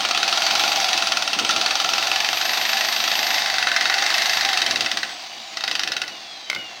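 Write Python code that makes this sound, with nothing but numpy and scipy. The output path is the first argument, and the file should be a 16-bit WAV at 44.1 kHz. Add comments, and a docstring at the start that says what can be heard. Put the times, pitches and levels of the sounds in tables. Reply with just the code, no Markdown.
"""A corded drill works into a wooden door frame, close by, in a small tiled room.
The motor, noise pulsing per turn plus shaft-locked tones, speeds up and coasts with the trigger.
The bit hammers about once in 16 to 19 motor turns: noise crunches ring modes whose colour shifts.
The frame shudders (coloured noise) and hums (slow shaft tones); hard walls answer the blows.
Eased off, the tool runs down, the bit chatters once more, and the tool clacks off a steel bracket."""
import sys
import numpy as np
from scipy import signal
from scipy.fft import rfft, irfft, next_fast_len
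from scipy.io import wavfile
from scipy.ndimage import uniform_filter1d, minimum_filter1d, map_coordinates

SR = 44100
rng = np.random.default_rng(int(sys.argv[2]) if len(sys.argv) > 2 else 0)


def bounce(signal):
    """Save signal as a 16-bit WAV file at the path given by the first command-line argument."""
    frames = np.transpose(np.atleast_2d(signal))
    limited = np.clip(frames, -1, 1)
    pcm = np.round(limited * 32767).astype(np.int16)
    wavfile.write(sys.argv[1], SR, pcm)


N = 299880


def amp(db):
    """Decibels to gain."""
    return 10 ** (np.asarray(db) / 20)


def unit(x):
    """Each row at rms 1."""
    return x / np.sqrt(np.mean(x ** 2, axis=-1, keepdims=True) + 1e-20)


def along(points, hz):
    """Interpolate (f/Hz, value) points on a log frequency axis."""
    f, value = np.transpose(points)
    return np.interp(np.log(hz + 1), np.log(f + 1), value)


def curves(rows):
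    """One value per sample for each column after the time."""
    s, *columns = np.transpose(rows)
    return [np.interp(np.arange(N) / SR, s, column) for column in columns]


def wobble(rate_hz):
    """Smooth random curve with rate_hz knots a second."""
    knots = rng.standard_normal(int(N * rate_hz / SR) + 4)
    return map_coordinates(knots, [np.arange(N) * rate_hz / SR])


def filtered(x, response):
    """Multiply the spectrum of x by a response of frequency."""
    n = x.shape[-1]
    padded = next_fast_len(n + min(n, SR // 4))
    spectrum = rfft(x, padded) * response(np.fft.rfftfreq(padded, 1 / SR))
    return irfft(spectrum, padded)[..., :n]


def noise(spectrum):
    """Coloured noise of rms 1."""
    return unit(filtered(rng.standard_normal(N), lambda hz: amp(along(spectrum, hz))))


def placed(times_s, sounds):
    """Sum the rows of sounds, each laid down at its time."""
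    starts = np.round(times_s * SR).astype(int)[:, None]
    at = np.maximum(starts + np.arange(sounds.shape[1]), 0)
    return np.bincount(at.ravel(), sounds.ravel(), N)[:N]


def burst(t, rise_s, t60_s):
    """Linear rise to 1, then exponential decay."""
    t = np.maximum(t, 0)
    return np.minimum(t / rise_s, 1) * amp(-60 * np.maximum(t - rise_s, 0) / t60_s)


def resonances(f, modes):
    """Summed response of damped modes (f/Hz, width/Hz, level/dB)."""
    return sum(amp(db) * 1j * f * w / (c * c - f * f + 1j * f * w) for c, w, db in modes)


# motor speed targets under the trigger: t/s, shaft f/Hz reached, time constant of the approach/s
SHAFT_TARGETS = [(0, 293.6, 1.7), (.14, 268.9, 1.7), (.69, 418.4, .22), (1.47, 265.2, 1.7),
                 (2.1, 416.5, .21), (3.15, 441.4, .9), (3.3, 434, 1.7), (3.4, 424.5, 1.7),
                 (3.77, 339.6, 1.7), (4.37, 428.8, .28), (5.03, 275.8, .95), (5.62, 217.1, 3),
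                 (6.08, 156.3, 1.7), (6.8, 110, 1.8)]


def shaft_speed():
    """Turns a second: the motor approaches each target exponentially from the one before."""
    s, hz, lag_s = np.transpose(SHAFT_TARGETS)
    t = np.arange(N) / SR
    to = np.minimum(np.searchsorted(s, t, side="right"), len(s) - 1)
    elapsed = np.expm1((s[to - 1] - t) / lag_s[to])
    whole = np.expm1((s[to - 1] - s[to]) / lag_s[to])
    return hz[to - 1] + (hz[to] - hz[to - 1]) * elapsed / whole


# lean of the tool on the work: t/s, load (0 free, 1 normal push)
LOAD = [(0, 1.33), (.12, 1.07), (.33, 1.26), (.86, 1.37), (1.08, 1.11), (1.3, 1), (1.55, 1.2), (1.75, 1.03),
        (2.02, 1.1), (2.3, 0.89), (2.65, 1.09), (3.02, 0.88), (3.35, 1.13), (3.68, 0.89), (4.1, 1.14),
        (4.76, 0.93), (5.12, 0.14), (5.53, 0), (5.72, 0.6), (6.02, 0.25), (6.18, 0.17), (6.55, 0),
        (6.75, 0.28)]
FULL_HZ = 430


def level(law, speed):
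    """A layer's dB: set by shaft speed and by load."""
    full_db, octave_db, load_db = law
    return full_db + octave_db * np.log2(speed / FULL_HZ) + load_db * (curves(LOAD)[0] - 1)


def shaken(blow_times_s, surge_db, settle_t60_s):
    """Gain: each blow loads gears and bit, so their noise jumps up and decays; slow average removed."""
    since_s = np.arange(SR // 8) / SR
    surge = burst(since_s, 0.0034, settle_t60_s)
    load = placed(blow_times_s, np.tile(surge, (len(blow_times_s), 1)))
    return amp(surge_db * (load - uniform_filter1d(load, size=4000)))


def patchy(x, patchy_db):
    """Resonances come and go: random gain, smooth over some 400 Hz and 80 ms."""
    z = signal.stft(x, nperseg=512)[2]
    field = uniform_filter1d(rng.standard_normal(z.shape), size=5, axis=0)
    field = uniform_filter1d(field, size=14, axis=1)
    gain = amp(patchy_db * field / np.std(field))
    return unit(signal.istft(z * gain, nperseg=512)[1][:N])


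# noise spectra of gear rush, grinding, hiss and rasp: f/Hz, relative level/dB
GEARS = [(1500, -38), (2350, -7), (2650, -0.5), (3000, -0.5), (3800, 3.5), (4200, 0.5), (4620, 4.5),
         (5200, -3), (5750, -2.5), (6350, -4.5), (6800, -12.5), (9000, -27), (12000, -49)]
GRIND = [(700, -28.5), (1000, 2.5), (1400, -1), (1650, 0), (1950, 1.5), (2300, 3.5), (2800, -1.5),
         (5000, -57)]
HISS = [(4000, -48), (7000, 3.5), (9300, 0), (10200, -9), (12000, -10), (14000, -4), (15800, -2.5)]
RASP = [(1200, -35), (1500, -13), (1750, -1.5), (1950, -5), (2100, 2), (2450, -37)]
# their level laws: level/dB at FULL_HZ and load 1, slope/(dB/octave of speed), slope/(dB/unit load)
RUSH_LAW = (-25.5, 4.96, 7.4)
GRIND_LAW = (-31.5, 3.7, 8.7)
HISS_LAW = (-42.5, 7.6, 6.5)
RASP_LAW = (-29.5, 1.5, 21)  # before the factor blend squared
# blend between two knock colours: t/s, share of the second (0-1)
BLEND = [(0, 0.07), (2, 0.06), (2.5, 0.58), (3, .6), (3.6, 0.94), (4.55, 0.87), (5, 0.59), (5.6, 0.69),
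         (6.8, 1)]


def rubbing(speed, turn, blow_times_s, once_per_turn=0.14, flutter_db=1.0):
    """Teeth, brushes and bit rub: noise pulsing once a turn, surging at each blow; rasp follows blend."""
    rub = amp(level(RUSH_LAW, speed)) * patchy(noise(GEARS), patchy_db=1.0)
    rub += amp(level(GRIND_LAW, speed)) * noise(GRIND)
    rub += amp(level(HISS_LAW, speed)) * noise(HISS)
    rub += amp(level(RASP_LAW, speed)) * curves(BLEND)[0] ** 2 * noise(RASP)
    bite = unit((1 + once_per_turn * np.cos(turn)) * amp(flutter_db * wobble(160)))
    return rub * bite * shaken(blow_times_s, surge_db=3.0, settle_t60_s=0.13)


# vent resonance: f/Hz, relative level/dB
VENT = [(400, -33), (560, -14), (660, -0.5), (790, 2), (880, -7.5), (1050, -11), (1600, -45)]
# level/dB at FULL_HZ and load 1, slope/(dB/octave of speed), slope/(dB/unit load)
VENT_LAW = (-32.5, 3.5, 9.1)


def vents(speed, turn, tone_db=-7):
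    """Rushing air, and a second-order tone that swells as it crosses the vent resonance."""
    vent_db = level(VENT_LAW, speed)
    unsteady_db = 3.5 * wobble(14)
    phase = 2 * turn + .6 * wobble(50)
    tone = amp(vent_db + tone_db + along(VENT, 2 * speed) + unsteady_db) * np.sin(phase)
    return amp(vent_db) * noise(VENT) + np.sqrt(2) * tone


# level of the whine through the casing, at load 1: f/Hz, rms level/dB
WHINE = [(3200, -46), (4000, -36), (4700, -54), (5300, -55), (5700, -35), (6400, -56), (6900, -42),
         (7400, -67), (7900, -46.5), (8600, -52), (10500, -56), (12100, -53), (12600, -48.5), (12900, -41),
         (13300, -40.5)]


def rotor_whine(speed, turn, load_db=8):
    """Rotor tone at 30 times shaft speed, coloured by the casing, louder under load."""
    db = along(WHINE, speed * 30) + load_db * (curves(LOAD)[0] - 1) + 2 * wobble(40)
    return np.sqrt(2) * amp(db) * np.sin(30 * turn)


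# gear and fan tones: multiple of shaft speed, level/dB re gear rush, extra level/dB while speeding up
ORDERS = [(12, -35, 15), (19, -31, 0), (24, -22, 0), (36, -26, 0), (48, -19, 0), (60, -9, 0), (72, -14, 0),
          (96, -10, 0), (108, -8, 0)]
# casing gain for these tones: f/Hz, gain/dB
CASING = [(500, -7.5), (1500, -1), (2300, 10.5), (2640, 12), (2850, 25), (3200, 14), (5000, 9), (7000, -11),
          (10500, -27), (16000, -31), (17500, -120)]


def gear_tones(speed, turn, backlash_rad=0.57):
    """Shaft orders through the casing; the pinion sings louder, tones roughen, as gears are sped up."""
    rush_db = level(RUSH_LAW, speed)
    acceleration = uniform_filter1d(np.gradient(speed) * SR, size=2000)
    drive = np.clip(acceleration / 250, 0, 1)
    tones = np.zeros(N)
    for order, order_db, drive_db in ORDERS:
        db = rush_db + order_db + drive_db * drive + along(CASING, order * speed) + 3.5 * wobble(25)
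        roughness = backlash_rad * drive * wobble(400)
        tones += amp(db) * np.sin(order * turn + roughness)
    return np.sqrt(2) * tones


def motor(speed, blow_times_s, waver=0.00213):
    """Rubbing noise, air, whine and gear tones share one slightly wavering shaft angle."""
    turn = 2 * np.pi * np.cumsum(speed * (1 + waver * wobble(160))) / SR
    noises = rubbing(speed, turn, blow_times_s) + vents(speed, turn)
    return noises + rotor_whine(speed, turn) + gear_tones(speed, turn)


# shudder spectrum: f/Hz, relative level/dB
FRAME = [(26, -54), (45, -43), (75, -15.5), (100, -12.5), (117, -8), (151, -13), (226, -1), (265, -6.5),
         (324, 1), (387, -4), (417, -6), (560, -2.5), (730, -35), (1230, -120)]
# jolts as the tool labours, chatters or leaves: t/s, half-length to 1/e/s, extra shudder level/dB
JOLTS = [(1.414, 0.074, 9.5), (1.6, 0.072, 7), (4.774, 0.15, 9.5), (5.01, 0.11, 7.5), (5.916, 0.19, 9),
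         (6.577, 0.055, 12.5)]
# slow shafts and bearings: multiple of motor speed, relative level/dB
LOW_ORDERS = [(.27, 1), (.54, -2), (.755, -2.5), (1, 0)]
# frame's uptake of their hum: f/Hz, gain/dB
UPTAKE = [(60, -24), (116, -20.5), (170, -7.5), (222, -15), (233, -5.5), (237, 4), (246, -4.5), (330, -4),
          (380, -5), (450, -6)]
# level/dB at FULL_HZ and load 1, slope/(dB/octave of speed), slope/(dB/unit load)
SHUDDER_LAW = (-47.5, -1.7, 11.8)
HUM_LAW = (-50, 3.3, 4.3)


def frame(speed, throb_db=2.0):
    """The door frame shudders as throbbing noise under load, and hums along with the slow shafts."""
    t = np.arange(N) / SR
    jolt_db = sum(db * np.exp(-((t - s) / length) ** 2) for s, length, db in JOLTS)
    throbbing = unit(noise(FRAME) * amp(throb_db * wobble(30)))
    shudder = amp(level(SHUDDER_LAW, speed) + jolt_db) * throbbing
    turn = 2 * np.pi * np.cumsum(speed * (1 + 0.0057 * wobble(20))) / SR
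    hum = np.zeros(N)
    for order, order_db in LOW_ORDERS:
        db = order_db + along(UPTAKE, order * speed) + 2.7 * wobble(11)
        hum += amp(db) * np.sin(order * turn)
    return shudder + amp(level(HUM_LAW, speed)) * hum


TURNS_PER_BLOW, HAMMER_FROM_S, HAMMER_TO_S = 16, .05, 5.11
# delay of blows while the bit gives way: t/s, extra motor turns per blow
GIVE = [(.05, .01), (.14, 2.32), (.25, 0), (.35, 1.75), (.65, 1.25), (.73, .47), (1.38, .08), (1.71, 1.35),
        (2, 2.66), (2.18, 2.34), (2.44, 1.25), (3.17, .65), (3.54, .21), (4.45, .12), (4.77, 0),
        (4.93, .55)]
# mean blow strength: t/s, low knock relative level/dB, high clack relative level/dB
FORCE = [(.05, -20, -17), (.5, -20.5, -15.5), (.72, -24.5, -19), (1.07, -23, -16.5), (1.32, -23, -18),
         (1.55, -24, -14), (1.8, -22.5, -17.5), (2.3, -22, -18.5), (2.58, -22, -20.7), (2.95, -24, -18.5),
         (3.45, -23, -19.5), (3.68, -17.5, -16.5), (4, -18.5, -17), (4.22, -23, -17), (4.4, -20.5, -17.5),
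         (4.73, -24, -15), (5.03, -21.5, -20.5), (5.1, -32, -38)]
# bit catching out of step, then chattering as it lifts off: t/s, clack relative level/dB
CATCHES = [(.006, -20.5), (.031, -29), (.088, -21), (.148, -18), (1.395, -17), (1.492, -16), (4.846, -25),
           (5.571, -21), (5.608, -24), (5.638, -18), (5.678, -18.5), (5.713, -18.5), (5.753, -18),
           (5.794, -17.5), (5.834, -18.5), (5.875, -20), (5.919, -19), (5.966, -19), (6.017, -19.5),
           (6.079, -27)]


def strikes(speed, knock_scatter_db=1.5, clack_scatter_db=1.0, catch_knock_db=-6):
    """(t/s, knock/dB, clack/dB): a blow per count of motor turns, plus the stray catches."""
    t = np.arange(N) / SR
    cycles = np.cumsum(speed / (TURNS_PER_BLOW + curves(GIVE)[0])) / SR
    first, last = np.interp([HAMMER_FROM_S, HAMMER_TO_S], t, cycles)
    s = np.interp(np.arange(first, last), cycles, t)
    knock_db, clack_db = [np.interp(s, t, db) for db in curves(FORCE)]
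    chance = rng.standard_normal((len(s), 2)).T
    steady = [s, knock_db + knock_scatter_db * chance[0], clack_db + clack_scatter_db * chance[1]]
    catch_s, catch_db = np.transpose(CATCHES)
    return np.hstack([steady, [catch_s, catch_db + catch_knock_db, catch_db]])


# modes of bit, bracket and frame: f/Hz, width/Hz, mean level/dB in first colour, in second colour
WORK = [(793, 118, 1.5, -8), (1381, 130, 4, -23), (1543, 135, -25, 2), (1740, 27, -3.5, 2.5),
        (1962, 180, -11, 8), (2660, 146, 1, 4), (3100, 460, 2, -2.5), (3790, 270, -4, 7),
        (4420, 540, -3.5, -6), (5060, 180, -13, 2), (5320, 170, -3, -30), (5810, 65, 2.5, -42)]
# colour of the contact: f/Hz, relative level/dB
CONTACT = [(40, -50), (150, 3.5), (500, -4.5), (1000, 4.5), (1400, 6.5), (6400, 2.5), (6900, -8.5),
           (9000, -6.5), (10500, -14), (15500, -8.5)]


def hammer(blows, knock_db=-1, clack_db=-1.44, rise_s=0.0012, t60_s=0.025, lead_s=.0006,
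           rebound_db=-14, rebound_s=0.0121, split_hz=2300):
    """Each blow, a short crunch and three rebounds, rings modes blended between two knock colours."""
    s, blow_knock_db, blow_clack_db = blows
    t = np.arange(SR // 16) / SR
    late, size = rng.standard_normal((len(s), 2, 3)).transpose(1, 2, 0)[..., None]
    rebound_times_s = rebound_s * np.exp(.45 * late)
    rebounds = amp(rebound_db + 0.34 * size) * burst(t - rebound_times_s, rise_s / 2, t60_s)
    power = burst(t, rise_s, t60_s) ** 2 + np.sum(rebounds ** 2, axis=0)
    crunch = np.sqrt(power) * rng.standard_normal(power.shape)
    blend = np.interp(s, *np.transpose(BLEND))[:, None]
    # the bit lands differently each time: own mix of modes per blow
    chance_db = 0.84 * rng.standard_normal((len(s), len(WORK))).T[..., None]
    modes = [(hz, width, first_db + blend * (second_db - first_db) + db)
             for (hz, width, first_db, second_db), db in zip(WORK, chance_db)]
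    ring = filtered(crunch, lambda f: amp(along(CONTACT, f)) * resonances(f, modes))
    low = filtered(ring, lambda f: 1 / (1 + (f / split_hz) ** 10))

    def scaled(x, db):
        """Set the level of each blow's first 6 ms."""
        return x * amp(db)[:, None] / np.std(x[:, t < .006], axis=1, keepdims=True)

    knock = scaled(low, blow_knock_db + knock_db)
    clack = scaled(ring - low, blow_clack_db + clack_db)
    return placed(s - lead_s, knock + clack)


# reverberation: f/Hz, t60/s
ROOM = [(200, 0.91), (2000, 0.43), (6000, 0.03), (14000, 0.69)]


def room(x, delay_s=.004):
    """Hard walls answer with noise tails, a fresh random one per stretch; near 6 kHz dies fastest."""
    out = np.zeros(N + SR)
    for part in np.array_split(np.arange(N), 40):
        hz, t, z = signal.stft(rng.standard_normal(SR // 3), SR, nperseg=256)
        decay = amp(-60 * t / along(ROOM, hz)[:, None])
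        tail = signal.istft(z * decay, SR, nperseg=256)[1]
        echo = signal.fftconvolve(x[part], tail / np.linalg.norm(tail))
        out[part[0] + int(delay_s * SR):][:len(echo)] += echo
    return out[:N]


# knocks on the bracket as the tool leaves: t/s, ring relative level/dB, crack relative level/dB
CLACKS = [(6.4993, -17, -13.5), (6.5145, -19, -34), (6.530, -15.5, -33), (6.548, -41, -20),
          (6.562, -16.5, -33)]
# bracket modes: f/Hz before detuning, relative level/dB, t60/s
BRACKET = [(1510, -10, 0.038), (2124, -3, 0.052), (2210, -12, 0.05), (3080, -27, .03), (4320, -18, .03),
           (4940, -22, 0.028)]


def clacks(ring_db=0, crack_db=1, rise_s=0.00098, t60_s=0.02):
    """The tool bounces off the steel bracket: a noise crack and a short modal ring each time."""
    s, hit_ring_db, hit_crack_db = np.transpose(CLACKS)
    t = np.arange(SR // 5) / SR
    # random detuning per knock, so that the rings do not line up
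    detune = 1 + 0.027 * rng.standard_normal((len(s), 1))
    ring = sum(amp(db - 60 * t / life_s) * np.sin(2 * np.pi * hz * detune * t)
               for hz, db, life_s in BRACKET)
    # crack colour: f/Hz, relative level/dB
    colour = [(50, -45), (250, -27), (1000, -3), (3000, 4.5), (4500, 4.5), (6200, -5.5),
              (7000, -11), (11000, -23.5), (15000, -22)]
    snap = unit(filtered(rng.standard_normal(ring.shape), lambda hz: amp(along(colour, hz))))
    crack = snap * burst(t, rise_s, t60_s)
    rings = amp(hit_ring_db + ring_db)[:, None] * ring
    cracks = amp(hit_crack_db + crack_db)[:, None] * crack
    # so small a part radiates no bass
    return filtered(placed(s, rings + cracks), lambda f: (1j * f / (1j * f + 160)) ** 2)


def scene(room_db=-7):
    """The drill is close and dead ahead: both ears hear the same."""
    speed = shaft_speed()
    blows = strikes(speed)
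    hits = hammer(blows) + clacks()
    mid = motor(speed, blows[0]) + frame(speed) + hits + amp(room_db) * room(hits)
    return np.array([mid, mid])


def record(dry, ceiling=.65, low_cut_hz=48, top_hz=15900):
    """A limiter holds down the peaks; deep bass and the top treble are cut."""
    needed = ceiling / np.maximum(np.abs(dry).max(axis=0), ceiling)
    gain = uniform_filter1d(minimum_filter1d(needed, size=90), size=90)
    return filtered(dry * gain, lambda hz: hz ** 2 / np.hypot(hz ** 2, low_cut_hz ** 2) * (hz < top_hz))


dry = scene()
out = record(dry)
bounce(out)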